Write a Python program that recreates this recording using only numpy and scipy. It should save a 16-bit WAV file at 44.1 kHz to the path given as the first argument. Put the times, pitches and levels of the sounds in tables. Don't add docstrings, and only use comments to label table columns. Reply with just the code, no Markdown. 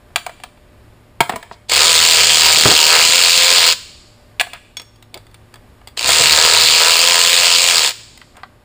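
import sys
import numpy as np
from scipy import signal
from scipy.fft import rfft, irfft
from scipy.io import wavfile
from scipy.ndimage import uniform_filter1d

SR = 44100
rng = np.random.default_rng(int(sys.argv[2]) if len(sys.argv) > 2 else 0)


def gain_from_decibels(decibels):
    exponent = np.asarray(decibels, float) / 20
    return 10 ** exponent


def wav_out(sig):
    wavfile.write(sys.argv[1], SR, np.round(np.clip(np.atleast_2d(sig).T, -1, 1) * 32767).astype(np.int16))


N = 381024


def level(x, db):
    return x * gain_from_decibels(db) / np.sqrt(np.mean(x ** 2))


def noise():
    return rng.standard_normal(N)


def band(x, lo_hz, hi_hz):
    return signal.sosfilt(signal.butter(2, (lo_hz, hi_hz), "band", fs=SR, output="sos"), x)


def wander(rate):
    hold = int(SR / rate)
    steps = np.repeat(rng.standard_normal(N // hold + 1), hold)
    return uniform_filter1d(steps, hold)[:N] * 1.38


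def resonate(x, modes, shift_db=0):
    out = 0
    for k, (hz, width, db) in enumerate(modes):
        gain = gain_from_decibels(db + shift_db * wander(12))
        out = out + (-1) ** k * gain * signal.lfilter(*signal.iirpeak(hz, hz / width, SR), x)
    return out


def colour(x, points):
    hz, db = np.transpose(points)
    grid = np.log(np.arange(1, 4098) * SR / 8192)
    cepstrum = irfft(np.interp(grid, np.log(hz), db) * np.log(10) / 20)
    cepstrum[1:4096] *= 2
    cepstrum[4097:] = 0
    return signal.fftconvolve(x, irfft(np.exp(rfft(cepstrum))))[:len(x)]


def knocks(turns, db, scatter_db, jitter_s):
    at = np.flatnonzero(np.diff(np.floor(turns)) > 0)
    late, strength = rng.standard_normal((N // 50, 2))[:len(at)].T
    place = np.clip(at + (jitter_s * SR * late).astype(int), 0, N - 1)
    out = np.zeros(N)
    np.add.at(out, place, gain_from_decibels(db[at] + scatter_db * np.clip(strength, -9, 1.6)))
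    return out


def swell(pulses, rise_s, fall_s):
    t = np.arange(600) / SR
    return signal.fftconvolve(pulses, (1 - np.exp(-t / rise_s)) * np.exp(-t / fall_s))[:N]


# (time [s], crank speed [turns/s])
CRANK_SPEED = [
    [(1.685, 10.2), (1.721, 63.35), (1.867, 83.52), (2.235, 81.06), (2.688, 77.42), (3.047, 82.48),
     (3.164, 86.17), (3.571, 87.67), (3.76, 81.5)],
    [(5.966, 51.78), (6.207, 82.97), (6.345, 75.42), (6.424, 81.13), (6.635, 79.57), (7.109, 85.43),
     (7.381, 86.85), (7.749, 86.77), (7.926, 56.09)],
]
STRIKE_TIMES = (2.5718, 5.973)


def crank_turns(t):
    pulls = []
    for speed, strike_s in zip(CRANK_SPEED, STRIKE_TIMES):
        turns = np.cumsum(np.interp(t, *np.transpose(speed))) / SR
        pulls.append(turns - turns[int(strike_s * SR)])
    return np.where(t < 5, *pulls) + .03 * wander(11)


# (time [s], level [dB])
TRIGGER = [
    [(1.685, -35.5), (1.705, -15), (1.75, -10.5), (1.81, -8), (3.0, -8.5), (3.69, -9), (3.73, -11.5),
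     (3.75, -40)],
    [(5.966, -45), (5.976, -20), (6.01, -21), (6.1, -8.5), (6.7, -9), (7.75, -9.5), (7.88, -12.5),
     (7.92, -25)],
]
# (thread binds hardest [s], bolt lets go [s])
BOLTS = [
    (2.47, 2.76),
    (6.578, 6.72),
]


def controls(t, turns):
    effort_db = np.interp(t, *np.vstack(TRIGGER).T)
    binds_s, lets_go_s = np.array(BOLTS)[(t > 5).astype(int)].T
    crank_turns_per_socket_turn = 18.9
    since_bind = turns - turns[(binds_s * SR).astype(int)]
    bind = np.cos(2 * np.pi * since_bind / crank_turns_per_socket_turn)
    free = np.clip((uniform_filter1d(np.gradient(turns) * SR, SR // 8) - 82) / 4, 0, 1)
    loose_s = np.clip(t - lets_go_s, 0, 2)
    shake_db = effort_db - 28 + 3 * bind - 12 * np.minimum(loose_s / .05, 1) - 5 * loose_s
    return_db = -6 + 1.5 * bind - 7 * free
    hum_db = -10 + 1.5 * wander(8)
    strike_db = -0.8 + 1.2 * wander(7.9)
    return effort_db, hum_db, shake_db, return_db, strike_db, free


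def pawl_strikes(turns, return_db):
    drive = knocks(turns, np.zeros(N), scatter_db=1.6, jitter_s=.0003)
    back = knocks(turns - .44, return_db - 5.5, scatter_db=7.0, jitter_s=0.00099)
    return level(swell(drive + back, .001, .001), 2.5)


HEAD_SHIFT_DB = 0.6
# (pitch [Hz], width [Hz], level [dB])
HEAD_MODES = [(2376, 785, -2.5), (3206, 586, 4.5), (3539, 757, 4.5), (4540, 1330, 2), (7260, 1740, 3),
              (12800, 5900, -11)]


def ratchet_head(turns, strikes):
    teeth = knocks(11 * turns, np.zeros(N), scatter_db=4, jitter_s=.0003)
    slack = gain_from_decibels(-5 * np.exp(-((turns % 1 - .31) / .09) ** 2))
    rasp = slack * (level(swell(teeth, .0002, .0005), -4) + .6)
    contacts = strikes * np.sign(noise())
    head = resonate(contacts + rasp * noise(), HEAD_MODES, HEAD_SHIFT_DB)
    return head / np.sqrt(uniform_filter1d(head ** 2, SR // 10))


# (pitch [Hz], width [Hz], level [dB])
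HUM_MODES = [(407, 140, -8), (496, 58, 6), (710, 190, 0), (873, 180, 0.5), (930, 68, 6), (1059, 71, 1.5),
             (1218, 130, 2.5), (1630, 670, -2.5)]


def casting_hum(turns, return_db, strikes):
    forth = knocks(turns, 3 * wander(9), scatter_db=2.5, jitter_s=6e-5)
    back = knocks(turns - .46, return_db + 6 + 3 * wander(9), scatter_db=2.5, jitter_s=6e-5)
    rough = (level(strikes, -6) + .7) * noise()
    push = level(forth - back, 0) + level(rough, -1.5)
    return level(resonate(push, HUM_MODES, HEAD_SHIFT_DB), 0)


# (multiple of crank speed, level under load [dB], level running free [dB])
WHINE_TONES = [(5, -16, -30.5), (6, -11, -4.5)]


def motor_whine(turns, free):
    whine = 0
    for multiple, load_db, free_db in WHINE_TONES:
        gain = gain_from_decibels(load_db + (free_db - load_db) * free + 2 * wander(12))
        whine = whine + gain * np.sin(2 * np.pi * multiple * turns)
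    return band(whine, 430, 1500)


def cart_shake(turns):
    twice = gain_from_decibels(-3.0 + 3 * wander(10)) * np.sin(4 * np.pi * turns)
    return np.sqrt(2) * np.sin(2 * np.pi * turns) + twice


def ratchet():
    t = np.arange(N) / SR
    on = sum((t > pull[0][0]) & (t < pull[-1][0]) for pull in TRIGGER)
    turns = crank_turns(t)
    effort_db, hum_db, shake_db, return_db, strike_db, free = controls(t, turns)
    strikes = pawl_strikes(turns, return_db) * gain_from_decibels(strike_db)
    head = ratchet_head(turns, strikes)
    hum = casting_hum(turns, return_db, strikes) + motor_whine(turns, free)
    rumble = level(band(noise(), 120, 300), -35.0) * gain_from_decibels(1.0 * wander(18))
    tool = gain_from_decibels(effort_db + 0.5) * (head + rumble + gain_from_decibels(hum_db - 3.5) * hum)
    return on * (tool + gain_from_decibels(shake_db) * cart_shake(turns))


def hits(rows, modes, low_hz, detune, rattle_db, ring_db, ms):
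    out, t = np.zeros(N + SR), np.arange(SR // 3) / SR
    contact_ms = max(ms, .3)
    touch = np.exp(-t / (contact_ms / 1000)) * (1 - np.exp(-t / .0003))
    for s, db, low_db, high_db in rows:
        rough = rng.standard_normal((3, len(t)))
        place = rng.standard_normal((len(modes), 2))
        rattled = rough * (touch + gain_from_decibels(rattle_db) * np.exp(-t / 0.013))
        low = band(rattled[0], low_hz, 1500)
        mid = band(rattled[1], 2000, 4600)
        high = band(rough[2] * touch, 6700, 13000)
        crack = level(low, low_db + 22.5) + level(mid, 0) + level(high, high_db + 26.0)
        ring = np.zeros(len(t))
        for (hz, mode_db, t60), (p, q) in zip(modes, place):
            gain = gain_from_decibels(mode_db + 2 * p + (low_db + 13) * (hz < 1500))
            tone = np.sin(2 * np.pi * hz * (1 + detune * q) * t + 9 * p)
            ring += gain * tone * 1000. 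** (-t / t60)
        ring *= 1 - np.exp(-t / (contact_ms / 2500))
        sound = crack / np.abs(crack).max() + gain_from_decibels(ring_db) * ring / np.abs(ring).max()
        start = int(s * SR)
        out[start:start + len(t)] += gain_from_decibels(db) * sound / np.abs(sound).max()
    return out[:N]


# (time [s], peak level [dB], low part [dB], high part [dB])
BOLT_HITS = [(0.104, -41, -2, -24), (0.159, 6, -21.5, -18), (0.264, -10, -9, -12.5),
             (0.294, -20, -3.5, -13), (0.4, -29, -16, -19.5), (0.436, -13.5, -18, -19.5),
             (0.488, -41, -15, -18), (0.574, -41, -12, -28), (4.397, 0, -31.5, -27),
             (4.404, -2.5, -22, -20), (4.41, 4.5, -17.5, -13), (4.469, -26, -1, -15),
             (4.533, -15.5, -17.5, -19), (8.368, -27, -15, -8)]
# (pitch [Hz], level [dB], time to fade 60 dB [s])
TRAY_MODES = [(710, 2, .035), (1200, -5, .016), (1650, -3, .016), (2000, -4, .014), (2330, 0, .018),
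              (2650, -4, .014), (2950, -5, .014), (3400, -4, .016), (4300, -7, .012)]


def bolts_in_tray():
    return hits(BOLT_HITS, TRAY_MODES, low_hz=544, detune=0.037, rattle_db=-11.5, ring_db=-2.6, ms=3.7)


# (time [s], peak level [dB], low part [dB], high part [dB])
CASTING_HITS = [
    (1.205, 9, -15, -18),
    (1.294, -2, -8, -15.5),
    (1.322, -14.5, -2.5, -19.5),
    (1.359, -9, -11.5, -9.5),
    (1.427, -19.5, -16.5, -18.5),
    (1.512, -18, 7, -22.5),
    (5.814, -35, -3, -16),
]
# (pitch [Hz], level [dB], time to fade 60 dB [s])
CASTING_MODES = [(190, -10, .07), (400, -7, .04), (668, -1, .04), (958, 0, .045), (1300, -3, .025),
                 (1700, -2, .025), (2100, -4, .025), (2800, -6, .02), (3510, -8, .02)]


def casting_knocks():
    return hits(CASTING_HITS, CASTING_MODES, low_hz=200, detune=0.091, rattle_db=-14.5, ring_db=-3, ms=5.1)


# (time [s], peak level [dB], low part [dB], high part [dB])
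NUT_HITS = [
    (8.215, -28.5, -21, -32),
    (8.433, -18.5, -11, -36),
]
# (pitch [Hz], level [dB], time to fade 60 dB [s])
NUT_MODES = [(759, -10, 0.033), (1215, -2, 0.024), (1475, -8, .025), (1574, -4, .02), (1960, -2, .016)]


def nut_knocks():
    return hits(NUT_HITS, NUT_MODES, low_hz=910, detune=0.01, rattle_db=-12, ring_db=1, ms=3)


# (time [s], peak level [dB], low part [dB], high part [dB])
SOCKET_HITS = [
    (4.769, -7.5, -30, -21),
    (4.797, -17.5, -22, -25),
]
# (pitch [Hz], level [dB], time to fade 60 dB [s])
SOCKET_MODES = [(2196, -4, .04), (3397, -1, .06), (3420, -17, .22), (4377, -10, .05), (5480, 4, .08),
                (5500, -13, .35), (6525, 5, .08), (6548, -13, .3), (8603, -6, .08)]


def socket_clinks():
    return hits(SOCKET_HITS, SOCKET_MODES, low_hz=400, detune=0, rattle_db=-13.0, ring_db=-6, ms=2.4)


# (time [s], peak level [dB], low part [dB], high part [dB])
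TICKS = [(1.695, -3.5, -25, -17.5), (1.717, 1, -18, -20), (1.736, 0, -24.5, -10.5), (4.817, -24, -8, -4),
         (4.959, -36, -18, -11), (5.025, -26.5, -20, -17), (5.142, -13, -32, -21), (5.174, -21, -21, -19.5),
         (5.267, -31, -12, -12), (5.313, -41, -11, -9), (5.343, -24.5, -21, -16), (5.54, -25, -15.5, -16.5),
         (5.557, -27.5, -14, -18.5), (5.873, -19, -20, -19), (5.884, -31, -14, -6),
         (5.972, -13.5, -18, -18.5), (6.009, -9, -12, -13), (6.091, 2, -15.5, -17), (8.175, -25, -24, -17)]
# (pitch [Hz], level [dB], time to fade 60 dB [s])
TICK_CASE_MODES = [(2100, -3, .025), (3450, -2, .03), (4650, 0, .02), (7400, -3, .015), (8600, -5, .025)]


def pawl_ticks():
    return hits(TICKS, TICK_CASE_MODES, low_hz=406, detune=0.054, rattle_db=-9.5, ring_db=-9.5, ms=2.7)


# (time [s], peak level [dB], low part [dB])
CART_HITS = [(1.335, -14, 2.5), (2.57, -16, -8), (2.655, 4.5, -11), (2.687, -8.5, 4), (2.712, -4, -7),
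             (2.979, -21.5, -6.5), (3.057, -22, 7.5), (3.089, -18, 1.5), (6.045, -16, -2),
             (6.083, -13.5, 3.5), (6.201, -7.5, -3), (6.249, -16.5, -6), (6.638, -17.5, -5),
             (6.723, -26, -1), (7.216, -30.5, 6.5), (7.4, -23.5, 5), (7.759, -30, 6)]
# (pitch [Hz], level [dB], time to fade 60 dB [s])
CART_MODES = [(112, 2.5, 0.062), (166, -2.5, 0.051), (280, -4, 0.11), (439, -5, 0.15), (656, -3.5, 0.13),
              (946, -6.5, 0.065), (1180, -3.5, .04)]


def cart_thuds():
    rows = [(*row, -27.5) for row in CART_HITS]
    sound = hits(rows, CART_MODES, low_hz=90, detune=0.066, rattle_db=-4, ring_db=0.5, ms=5.5)
    return band(sound, 64, 3200)


# (middle time [s], length [s], level [dB], pitch centre [Hz])
SCRAPES = [
    (1.53, 0.032, -43, 4830),
    (2.687, 0.096, -18, 332),
    (4.442, 0.041, -48, 2200),
    (4.554, 0.046, -40.5, 1470),
    (5.162, 0.04, -35, 500),
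    (8.385, 0.07, -44, 1000),
]


def scrapes():
    out = np.zeros(N)
    t = np.arange(-SR // 8, SR // 8) / SR
    for s, length, db, hz in SCRAPES:
        friction = rng.standard_normal(len(t))
        grains_db = 2.5 * rng.standard_normal(len(t) // 100 + 1).repeat(100)[:len(t)]
        drag = level(band(friction * gain_from_decibels(grains_db), hz / 1.9, hz * 1.6), 0)
        start = int(s * SR) - SR // 8 - 1
        out[start:][:len(t)] += gain_from_decibels(db) * np.exp(-(2 * t / length) ** 2) * drag
    return out


# (pitch [Hz], time to fade 60 dB [s], level [dB])
HALL_BANDS = [(300, 0.8, -18.5), (1000, 0.67, -19), (2550, 0.89, -19.5), (6000, 1, -20),
              (12000, 0.53, -15.5)]


def hall(x):
    t = np.arange(int(1.5 * SR)) / SR
    tail = 0
    for hz, t60, db in HALL_BANDS:
        wash = band(rng.standard_normal(len(t)), hz / 1.47, hz * 1.58)
        tail = tail + gain_from_decibels(db) * wash * 1000. 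** (-t / t60)
    tail = tail * (1 - np.exp(-t / 0.0047))
    near = gain_from_decibels(-5) * rng.standard_normal(len(t)) * np.exp(-t / 0.025)
    return signal.fftconvolve(x, (tail + near) * gain_from_decibels(-34.0))[:N]


# (pitch [Hz], level [dB])
CASE_TONE = [(30, -1), (300, -4.5), (2000, 1.5), (4600, 2), (5300, -1), (6000, -11), (6600, -6.5),
             (7450, -4.5), (8500, -5), (10000, -8.5), (12000, -32.5), (13500, -12.5), (15000, 5),
             (15250, 2.5)]


def camera_case(x):
    return colour(x, CASE_TONE)


# (pitch [Hz], level per Hz [dB])
AIR_TONE = [(12, -25), (20, -11.5), (74, -6), (109, -12), (207, -17.5), (232, -16.5), (393, -20.5),
            (597, -22.5), (649, -23), (1230, -26.5), (1340, -31.5), (1500, -27.5), (6020, -41.5),
            (11700, -44.5), (15500, -48.5)]
# (pitch [Hz], level [dB])
FAN_LINES = [(107.7, -55.5), (242.2, -64.5), (360.7, -66.5), (597.5, -65), (1200, -71)]


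def shop():
    t = np.arange(N) / SR
    air = level(colour(noise(), AIR_TONE), -48.5) * gain_from_decibels(1.0 * wander(2.9))
    air = air - resonate(air, [(6020, 730, 1.4)])
    lines = 0
    for hz, db in FAN_LINES:
        gain = gain_from_decibels(db + 3.5 + 2.0 * wander(2.7))
        lines = lines + gain * np.sin(2 * np.pi * hz * t + 1.1 * wander(2.6))
    return air + lines


def scene():
    drops = bolts_in_tray() + casting_knocks() + nut_knocks()
    steel = socket_clinks() + pawl_ticks()
    close = ratchet() + drops + steel + cart_thuds() + scrapes()
    return (camera_case(close + hall(close)) + shop())[None]


def top_cut(x):
    return signal.sosfilt(signal.butter(12, 16600, fs=SR, output="sos"), x)


def record(dry):
    x = signal.sosfilt(signal.ellip(10, .3, 60, 15330, fs=SR, output="sos"), dry)
    mix = np.clip(x, -.99, .99)
    return top_cut(mix)


dry = scene()
out = record(dry)
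wav_out(out)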